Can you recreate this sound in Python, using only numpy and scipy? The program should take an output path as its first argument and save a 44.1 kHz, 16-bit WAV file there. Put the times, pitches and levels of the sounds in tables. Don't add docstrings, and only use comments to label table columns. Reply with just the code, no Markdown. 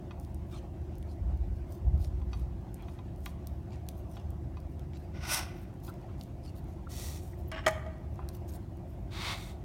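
import sys
import numpy as np
from scipy import signal
from scipy.fft import rfft, irfft, next_fast_len
from scipy.io import wavfile
from scipy.ndimage import uniform_filter1d

SR = 44100
rng = np.random.default_rng(int(sys.argv[2]) if len(sys.argv) > 2 else 0)


def int16_out(signal):
    q = np.round(np.clip(np.atleast_2d(signal).T, -1, 1) * 32767)
    wavfile.write(sys.argv[1], SR, q.astype(np.int16))


N = 425124
TIME = np.arange(N) / SR


def film(shiver_db=-21, shiver_t60_s=.1, breadth=1.94, crinkle_db=-5, scatter_s=.03, clump_db=2.5):
    # start_s, level_db, low_hz, high_hz
    snaps = [(0.199, -56, 6000, 12000), (0.346, -54.5, 6050, 12900), (0.983, -58, 6500, 16000),
             (1.0276, -59.5, 2500, 13000), (2.047, -52, 2400, 8500), (2.7437, -48, 6500, 13000),
             (3.259, -46, 5000, 16500), (3.2622, -43.5, 1000, 3300), (3.4716, -45.5, 5330, 17200),
             (3.888, -41.5, 2880, 14000), (4.3052, -57, 7000, 16000), (6.2119, -50, 2400, 7500),
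             (6.2363, -55, 5000, 16000), (7.5167, -51, 3200, 11000), (7.71, -49, 4300, 15000),
             (8.2889, -45, 3770, 12500)]
    # middle_s, length_s, level_db, centre_hz
    rustles = [(0.224, 0.11, -68, 9500), (0.558, .13, -60.5, 4130), (1.734, 0.14, -64.5, 8400),
               (2.033, 0.12, -60.5, 7160), (2.37, 0.23, -71, 6000), (2.818, .14, -65.5, 1400),
               (3.272, .13, -62, 7200), (3.738, 0.053, -62.5, 4000), (4.183, .11, -67, 3780),
               (4.961, 0.044, -61, 2820), (5.621, .07, -66.5, 8500), (5.871, .11, -57, 8400),
               (6.101, .18, -66, 1010), (6.222, .12, -67, 6940), (6.469, 0.11, -62.5, 5000),
               (6.577, 0.067, -61, 8350), (7.4, .09, -67, 9000), (8.253, 0.24, -63.5, 755),
               (8.347, 0.046, -58, 10000), (8.492, 0.036, -56.5, 7500), (8.543, .08, -55, 10500)]
    # frequency_hz, gain_db
    film_colour = [(500, 3), (1400, 4), (2600, 5), (5500, 2), (8000, -3), (9500, 2), (10700, -4),
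                   (13000, 2.5), (16000, 1)]
    out, t = np.zeros(N), np.arange(SR // 10) / SR
    tremble = decay(t, .008) + amp(shiver_db) * decay(t, shiver_t60_s)
    crinkles = [(s + scatter_s * offset, db + crinkle_db + 2 * strength, hz)
                for s, _, db, hz in rustles for offset, strength in rng.standard_normal((3, 2))]
    ticks = [(s, db, hz / breadth, hz * breadth) for s, db, hz in crinkles + faint(db=-66.5, count=34)]
    for s, db, low_hz, high_hz in snaps + ticks:
        pop = blow(signal.unit_impulse(len(t))) + blow(rng.standard_normal(len(t)) * tremble)
        add(out, s, amp(db) * blow(band(pop, low_hz, high_hz)))
    rubs = [(s, .12, db, hz) for s, db, hz in faint(db=-72, count=22)]
    for s, length, db, hz in rustles + rubs:
        slips = band(grains(SR // 3, spread_db=4), hz / breadth, hz * breadth)
        slips = patchy(slips, depth_db=5)[:round(length * SR)]
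        clumps = unit(uniform_filter1d(rng.standard_normal(len(slips)), size=300))
        crackle = unit(slips * amp(clump_db * clumps))
        add(out, s - length / 2, amp(db) * crackle * signal.windows.tukey(len(crackle), .8))
    return np.std(out) * colour(out, film_colour)


def faint(db, count, span_s=9.9, spread_db=7, centre_hz=9000, octaves=.5):
    return [(span_s * (k + when) / count,
             db + spread_db * (2 * strength - 1),
             centre_hz * 2 ** (octaves * (2 * pitch - 1)))
            for k, (when, strength, pitch) in enumerate(rng.random((count, 3)))]


def knocks(scuff_db=-2, thud_db=-9):
    # start_s, level_db, tilt_db_per_octave
    bumps = [(0.109, -45, 1.5), (2.216, -50.5, -2), (2.3313, -42.5, 3), (2.8834, -49, -1.5),
             (2.9886, -47.5, -0.5), (3.2629, -42, 4.5), (4.168, -46, -1), (4.5694, -46.5, 1),
             (5.8794, -46.5, 0.5), (8.191, -40, -7.5)]
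    # pitch_hz, level_db, t60_s
    mould_modes = [(792, 6.5, 0.046), (1016, 3.5, 0.078), (1183, 3, 0.046), (1420, 0.5, 0.039),
                   (2023, -6.5, 0.05), (2506, -0.5, 0.036), (3280, -4, 0.038), (3775, -5.5, 0.043),
                   (4520, -11.5, 0.065), (5980, -12, 0.028)]
    out, t = np.zeros(N), np.arange(SR // 5) / SR
    for s, db, tilt_db in bumps:
        mould = blow(ring(mould_modes, t, tilt_db))
        contact = rng.standard_normal(len(t)) * decay(t, .04)
        scuff = blow(signal.fftconvolve(contact, mould)[:len(t)])
        thud = blow(band(contact, 660, 3800 * amp(tilt_db), order=4))
        add(out, s, amp(db) * blow(mould + amp(scuff_db) * scuff + amp(thud_db) * thud))
    return out


def squeaks(relative_width=.18):
    # middle_s, length_s, level_db, pitch_hz
    slips = [(0.554, .1, -58, 1190), (5.894, 0.048, -51.5, 1340), (6.873, 0.017, -47.5, 1350),
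             (7.335, 0.028, -61, 1990), (7.485, .022, -55, 14500)]
    out = np.zeros(N)
    for s, length, db, hz in slips:
        narrow = resonate(rng.standard_normal(SR // 4), [(hz, hz * relative_width, 0)])
        tone = unit(narrow[:round(length * SR)])
        add(out, s - length / 2, amp(db) * tone * signal.windows.hann(len(tone)))
    return out


def slide(judder_db=2, crack_t60_s=.042):
    # start_s, length_s, level_db
    jerks = [(7.514, .035, -42.5), (7.556, .04, -42.5), (7.635, 0.033, -48.5)]
    # frequency_hz, density_db
    scrape_colour = [(400, -25), (620, -9), (850, 4), (1200, 0), (1380, -7), (1650, 7), (2500, -1),
                     (3400, -8), (4300, -16), (5300, -20), (8000, -28), (11000, -42), (16000, -44)]
    # centre_hz, base_width_hz, gain_db
    scrape_peaks = [(643, 12, 6.5), (1134, 27, -2.5), (1290, 24, -4), (1540, 93, -12), (2860, 37, -8),
                    (3140, 30, -9), (5400, 83, -20), (5570, 67, -30), (7700, 76, -30)]
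    # start_s, level_db, crack_to_ring_db, tilt_db_per_octave
    clacks = [(7.5165, -42, -1, 4), (7.6642, -23.5, -2, 3.5), (7.6668, -15, -14.5, .5),
              (7.6785, -27, 3, -3), (7.683, -27, -3, -8), (7.864, -35.5, -24, -5.5)]
    # pitch_hz, level_db, t60_s
    frame_modes = [(385, -11.5, .16), (530, -10, 0.082), (639, 10.5, 0.14), (654, -28, 0.91),
                   (680, -16, 0.099), (845, -3.5, 0.16), (1223, 2, 0.092), (1410, -12, 0.036),
                   (1600, -25, .06), (1760, -10, 0.058), (1910, -2, 0.07), (2030, -6, 0.055),
                   (2220, -17, 0.073), (2680, -18, .05), (3220, 2.5, 0.023), (5250, -6.5, 0.03),
                   (6500, -15, 0.037)]
    # frequency_hz, density_db
    crack_colour = [(300, -9.5), (600, -1.5), (980, 0), (1400, 0.5), (1950, 2), (2700, -9.5), (4200, -17),
                    (6500, -14), (9000, -19.5), (16000, -29)]
    friction = rush(scrape_colour, scrape_peaks, peaks_db=0, grain_db=2.5)
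    scrape = unit(friction * amp(judder_db * drift(300)))
    out = bursts(jerks, rise_s=.0051, fall_db_per_s=520) * scrape
    t = np.arange(SR) / SR
    for s, db, crack_db, tilt_db in clacks:
        crack = colour(rng.standard_normal(len(t)), crack_colour) * decay(t, crack_t60_s)
        add(out, s, amp(db) * (blow(ring(frame_modes, t, tilt_db)) + amp(crack_db) * blow(crack)))
    return out


def puff():
    # open_s, crest_s, shut_s, width_s, body_db, treble_db, brightening
    flows = [(5.12, 5.343, 5.7, 0.056, -32.5, -34.5, 1.0)]
    # frequency_hz, density_db
    spectrum = [(350, -51), (600, 3), (1450, 1.5), (1700, -6), (2400, 0), (4400, -4.5), (5700, 4),
                (6900, -12.5), (8100, -8.5), (9000, -7), (10500, -11), (13000, -12), (16000, -20)]
    # centre_hz, base_width_hz, gain_db
    peaks = [(1190, 15, -8), (1478, 71, 6), (2030, 200, 1.5), (2430, 38, 3), (2634, 45, 0), (3700, 110, -5),
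             (5530, 45, -3), (5646, 110, -10), (6400, 100, -7), (9180, 31, 0), (9170, 90, -12),
             (9870, 75, -22)]
    return hiss(flows, rush(spectrum, peaks, peaks_db=-6, grain_db=1), flutter_db=1.9)


def leak():
    # open_s, crest_s, shut_s, width_s, body_db, treble_db, brightening
    flows = [(6.882, 7.037, 7.18, 0.14, -49, -50.5, .1), (7.2, 7.24, 7.29, 0.11, -71, -65.5, 0)]
    # frequency_hz, density_db
    spectrum = [(710, 0), (1200, -3.5), (1630, -14), (1910, -6), (2620, -4.5), (2790, -9), (3660, -0.5),
                (4800, -7), (5650, -1.5), (9410, -3.5), (10300, -7.5), (15200, -5.5), (16000, -11)]
    # centre_hz, base_width_hz, gain_db
    peaks = [(1930, 70, 1), (4510, 59, 2), (5650, 260, -1), (6040, 35, 1), (9060, 150, -3), (10800, 51, -7),
             (12500, 160, -11)]
    return hiss(flows, rush(spectrum, peaks, peaks_db=-9, grain_db=3.5), flutter_db=.5)


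def swish():
    # open_s, crest_s, shut_s, width_s, body_db, treble_db, brightening
    flows = [(9.098, 9.29, 9.335, 0.097, -37, -51.5, 0), (9.35, 9.43, 9.51, 0.13, -54.5, -59.5, 0)]
    # frequency_hz, density_db
    spectrum = [(450, -11), (850, 1.5), (1150, 1.5), (1700, -3.5), (2100, 1), (2900, -3.5), (3400, 2),
                (4300, -0.5), (5100, -7.5), (7500, -16.5), (9200, -20), (10500, -23.5), (16000, -25.5)]
    # centre_hz, base_width_hz, gain_db
    peaks = [(1119, 22, 1), (2140, 220, -2), (2590, 29, -1), (3470, 14, -8), (3720, 49, 0), (4600, 53, -6),
             (5770, 160, -15), (8720, 50, -17)]
    return hiss(flows, rush(spectrum, peaks, peaks_db=-5.5, grain_db=3), flutter_db=.4)


def hiss(flows, noise, flutter_db, steepness=2.24, presence_share=.28):
    bright, treble = (signal.sosfiltfilt(signal.butter(4, hz, "high", fs=SR, output="sos"), noise)
                      for hz in (3200, 6800))
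    low, presence = noise - bright, bright - treble
    out = np.zeros(N)
    for open_s, crest_s, shut_s, width_s, body_db, treble_db, brightening in flows:
        flow = (1 + ((TIME - crest_s) / width_s) ** 2) ** (-steepness / 2)
        body = (low + flow ** (presence_share * brightening) * presence) / np.std(noise - treble)
        top = flow ** brightening * unit(treble)
        opening = gate(open_s, shut_s, rise_s=.034, fall_db_per_s=265)
        out += opening * flow * (amp(body_db) * body + amp(treble_db) * top)
    return out * amp(flutter_db * drift(150))


def swell():
    # start_s, length_s, level_db
    surges = [(1.18, 0.13, -31.5), (1.37, 0.13, -32.5), (1.82, 0.14, -25.5), (2.0, .47, -34.5)]
    # frequency_hz, density_db
    spectrum = [(20, -25), (34, -27), (45, 3), (58, 13), (80, 4.5), (120, -8.5), (200, -16.5), (400, -86)]
    throb = signal.hilbert(colour(rng.standard_normal(N), spectrum))
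    steady = throb.real / np.sqrt(uniform_filter1d(abs(throb) ** 2, size=4000))
    return bursts(surges, rise_s=.049, fall_db_per_s=82) * unit(steady)


def drives(pitch_hz=74.2, first_db=-48.8, second_db=-51.5, beat_hz=.3, in_step_s=4.34, wander_rad=.37):
    beat = 2 * np.pi * beat_hz * (TIME - in_step_s)
    phase = 2 * np.pi * (pitch_hz * TIME + rng.random()) + wander_rad * drift(4.4)
    return np.sqrt(2) * (amp(first_db) * np.sin(phase) + amp(second_db) * np.sin(phase - beat))


def workshop(shaft_hz=24.78, waver_db=.54, wander_rad=.27, rumble_db=-42, air_db=-57.5, flutter_db=.92):
    # shaft_multiple, level_db
    orders = [(2, -52.5), (5, -60.5), (8, -59.5)]
    # pitch_hz, level_db
    tones = [(112, -61), (256, -67), (330.5, -62), (355.3, -61.5), (528, -70), (537, -76), (689, -70),
             (1943, -88), (2800, -90)]
    # frequency_hz, density_db
    rumble_colour = [(20, -48), (36, -9.5), (52, 0.5), (85, 2.5), (140, -3.5), (190, -7), (240, -15),
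                     (300, -12.5), (360, -10), (440, -27.5), (600, -56)]
    # frequency_hz, density_db
    air_colour = [(200, -36), (450, -6.5), (560, -1), (680, 2.5), (850, -4), (1300, -16), (2200, -20.5),
                  (4300, -29.5), (6000, -31.5), (9300, -38.5), (10300, -83), (11500, -48), (16000, -76)]
    hum = np.zeros(N)
    for hz, db in [(k * shaft_hz, db) for k, db in orders] + tones:
        peak = np.sqrt(2) * amp(db + waver_db * drift(2.5))
        hum += peak * np.sin(2 * np.pi * (hz * TIME + rng.random()) + wander_rad * drift(4))
    rumble = amp(rumble_db) * colour(rng.standard_normal(N), rumble_colour)
    air_gain = amp(air_db + flutter_db * drift(25))
    air = patchy(colour(rng.standard_normal(N), air_colour), depth_db=2.5)
    return hum + rumble + air_gain * air


def room(x, density=.1, delay_s=.006):
    # frequency_hz, t60_s
    decay_times = [(200, 0.97), (700, 1), (2500, 0.71), (5000, 0.38), (14000, 0.5)]
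    taps = rng.standard_normal(SR) * (rng.random(SR) < density) * (np.arange(SR) > delay_s * SR)
    hz, t, bands = signal.stft(taps, SR, nperseg=256)
    tail = signal.istft(bands * decay(t, read(decay_times, hz)[:, None]), SR, nperseg=256)[1]
    return signal.fftconvolve(x, tail / np.linalg.norm(tail))[:N]


def ring(modes, t, tilt_db=0):
    return sum(amp(db + tilt_db * np.log2(hz)) * decay(t, t60) * (-1) ** k * np.sin(2 * np.pi * hz * t)
               for k, (hz, db, t60) in enumerate(modes))


def rush(spectrum, peaks, peaks_db, grain_db, widen=1.2):
    narrow = resonate(grains(SR, grain_db), [(hz, width * widen, db) for hz, width, db in peaks])
    broad = colour(grains(SR, grain_db), spectrum)
    return np.resize(unit(broad + amp(peaks_db) * narrow), N)


def resonate(x, peaks):
    size = next_fast_len(len(x))
    hz = np.fft.rfftfreq(size, 1 / SR)
    gain = sum(amp(db) / (1 + 2j * (hz - centre) / width) ** 2 for centre, width, db in peaks)
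    return unit(irfft(rfft(x, size) * gain, size)[:len(x)])


def grains(size, spread_db):
    return unit(rng.standard_normal(size) * amp(spread_db * np.minimum(rng.exponential(1, size), 5)))


def patchy(x, depth_db):
    bands = signal.stft(x, SR, nperseg=512)[2]
    across_bands = uniform_filter1d(rng.standard_normal(bands.shape), size=3, axis=0)
    patches = unit(uniform_filter1d(across_bands, size=8, axis=1))
    return unit(signal.istft(bands * amp(depth_db * patches), SR, nperseg=512)[1][:len(x)])


def drift(per_s):
    return unit(np.interp(TIME * per_s, np.arange(8192), rng.standard_normal(8192)))


def colour(x, points):
    size = next_fast_len(len(x))
    gain = amp(read(points, np.fft.rfftfreq(size, 1 / SR)))
    return unit(irfft(rfft(x, size) * gain, size)[:len(x)])


def read(points, hz):
    f, value = np.transpose(points)
    return np.interp(np.log(hz + 1), np.log(f + 1), value)


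def band(x, low_hz, high_hz, order=2):
    edges = np.clip([low_hz, high_hz], 10, [.4 * SR, .48 * SR])
    return signal.sosfilt(signal.butter(order, edges, "band", fs=SR, output="sos"), x)


def bursts(rows, rise_s, fall_db_per_s):
    return np.max([amp(db) * gate(s, s + length, rise_s, fall_db_per_s)
                   for s, length, db in rows], axis=0)


def gate(start_s, end_s, rise_s, fall_db_per_s):
    attack = np.sin(np.pi / 2 * np.clip((TIME - start_s) / rise_s, 0, 1)) ** 2
    return attack * amp(-fall_db_per_s * np.clip(TIME - end_s, 0, 1))


def decay(t, t60_s):
    return np.exp(-np.log(1000) * t / t60_s)


def blow(x):
    return x / np.sqrt(np.sum(x ** 2) / (.004 * SR))


def unit(x):
    return x / np.sqrt(np.mean(x ** 2) + 1e-20)


def amp(db):
    return 10 ** (np.asarray(db) / 20)


def add(mix, s, sound):
    part = mix[max(round(s * SR), 0):][:len(sound)]
    part += sound[:len(part)]


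def scene(machine_room_db=-14, hand_room_db=-15, hiss_room_db=-19):
    hisses = puff() + leak() + swish()
    machine = slide()
    hands = knocks() + film() + squeaks()
    echo = room(amp(machine_room_db) * machine + amp(hand_room_db) * hands + amp(hiss_room_db) * hisses)
    background = workshop() + drives() + swell()
    return (hands + machine + hisses + echo + background)[None]


def record(dry, edge_hz=16100):
    low_pass = signal.firwin(511, edge_hz, window=("kaiser", 9), fs=SR)
    return signal.oaconvolve(dry, low_pass[None], "same")


dry = scene()
out = record(dry)
int16_out(out)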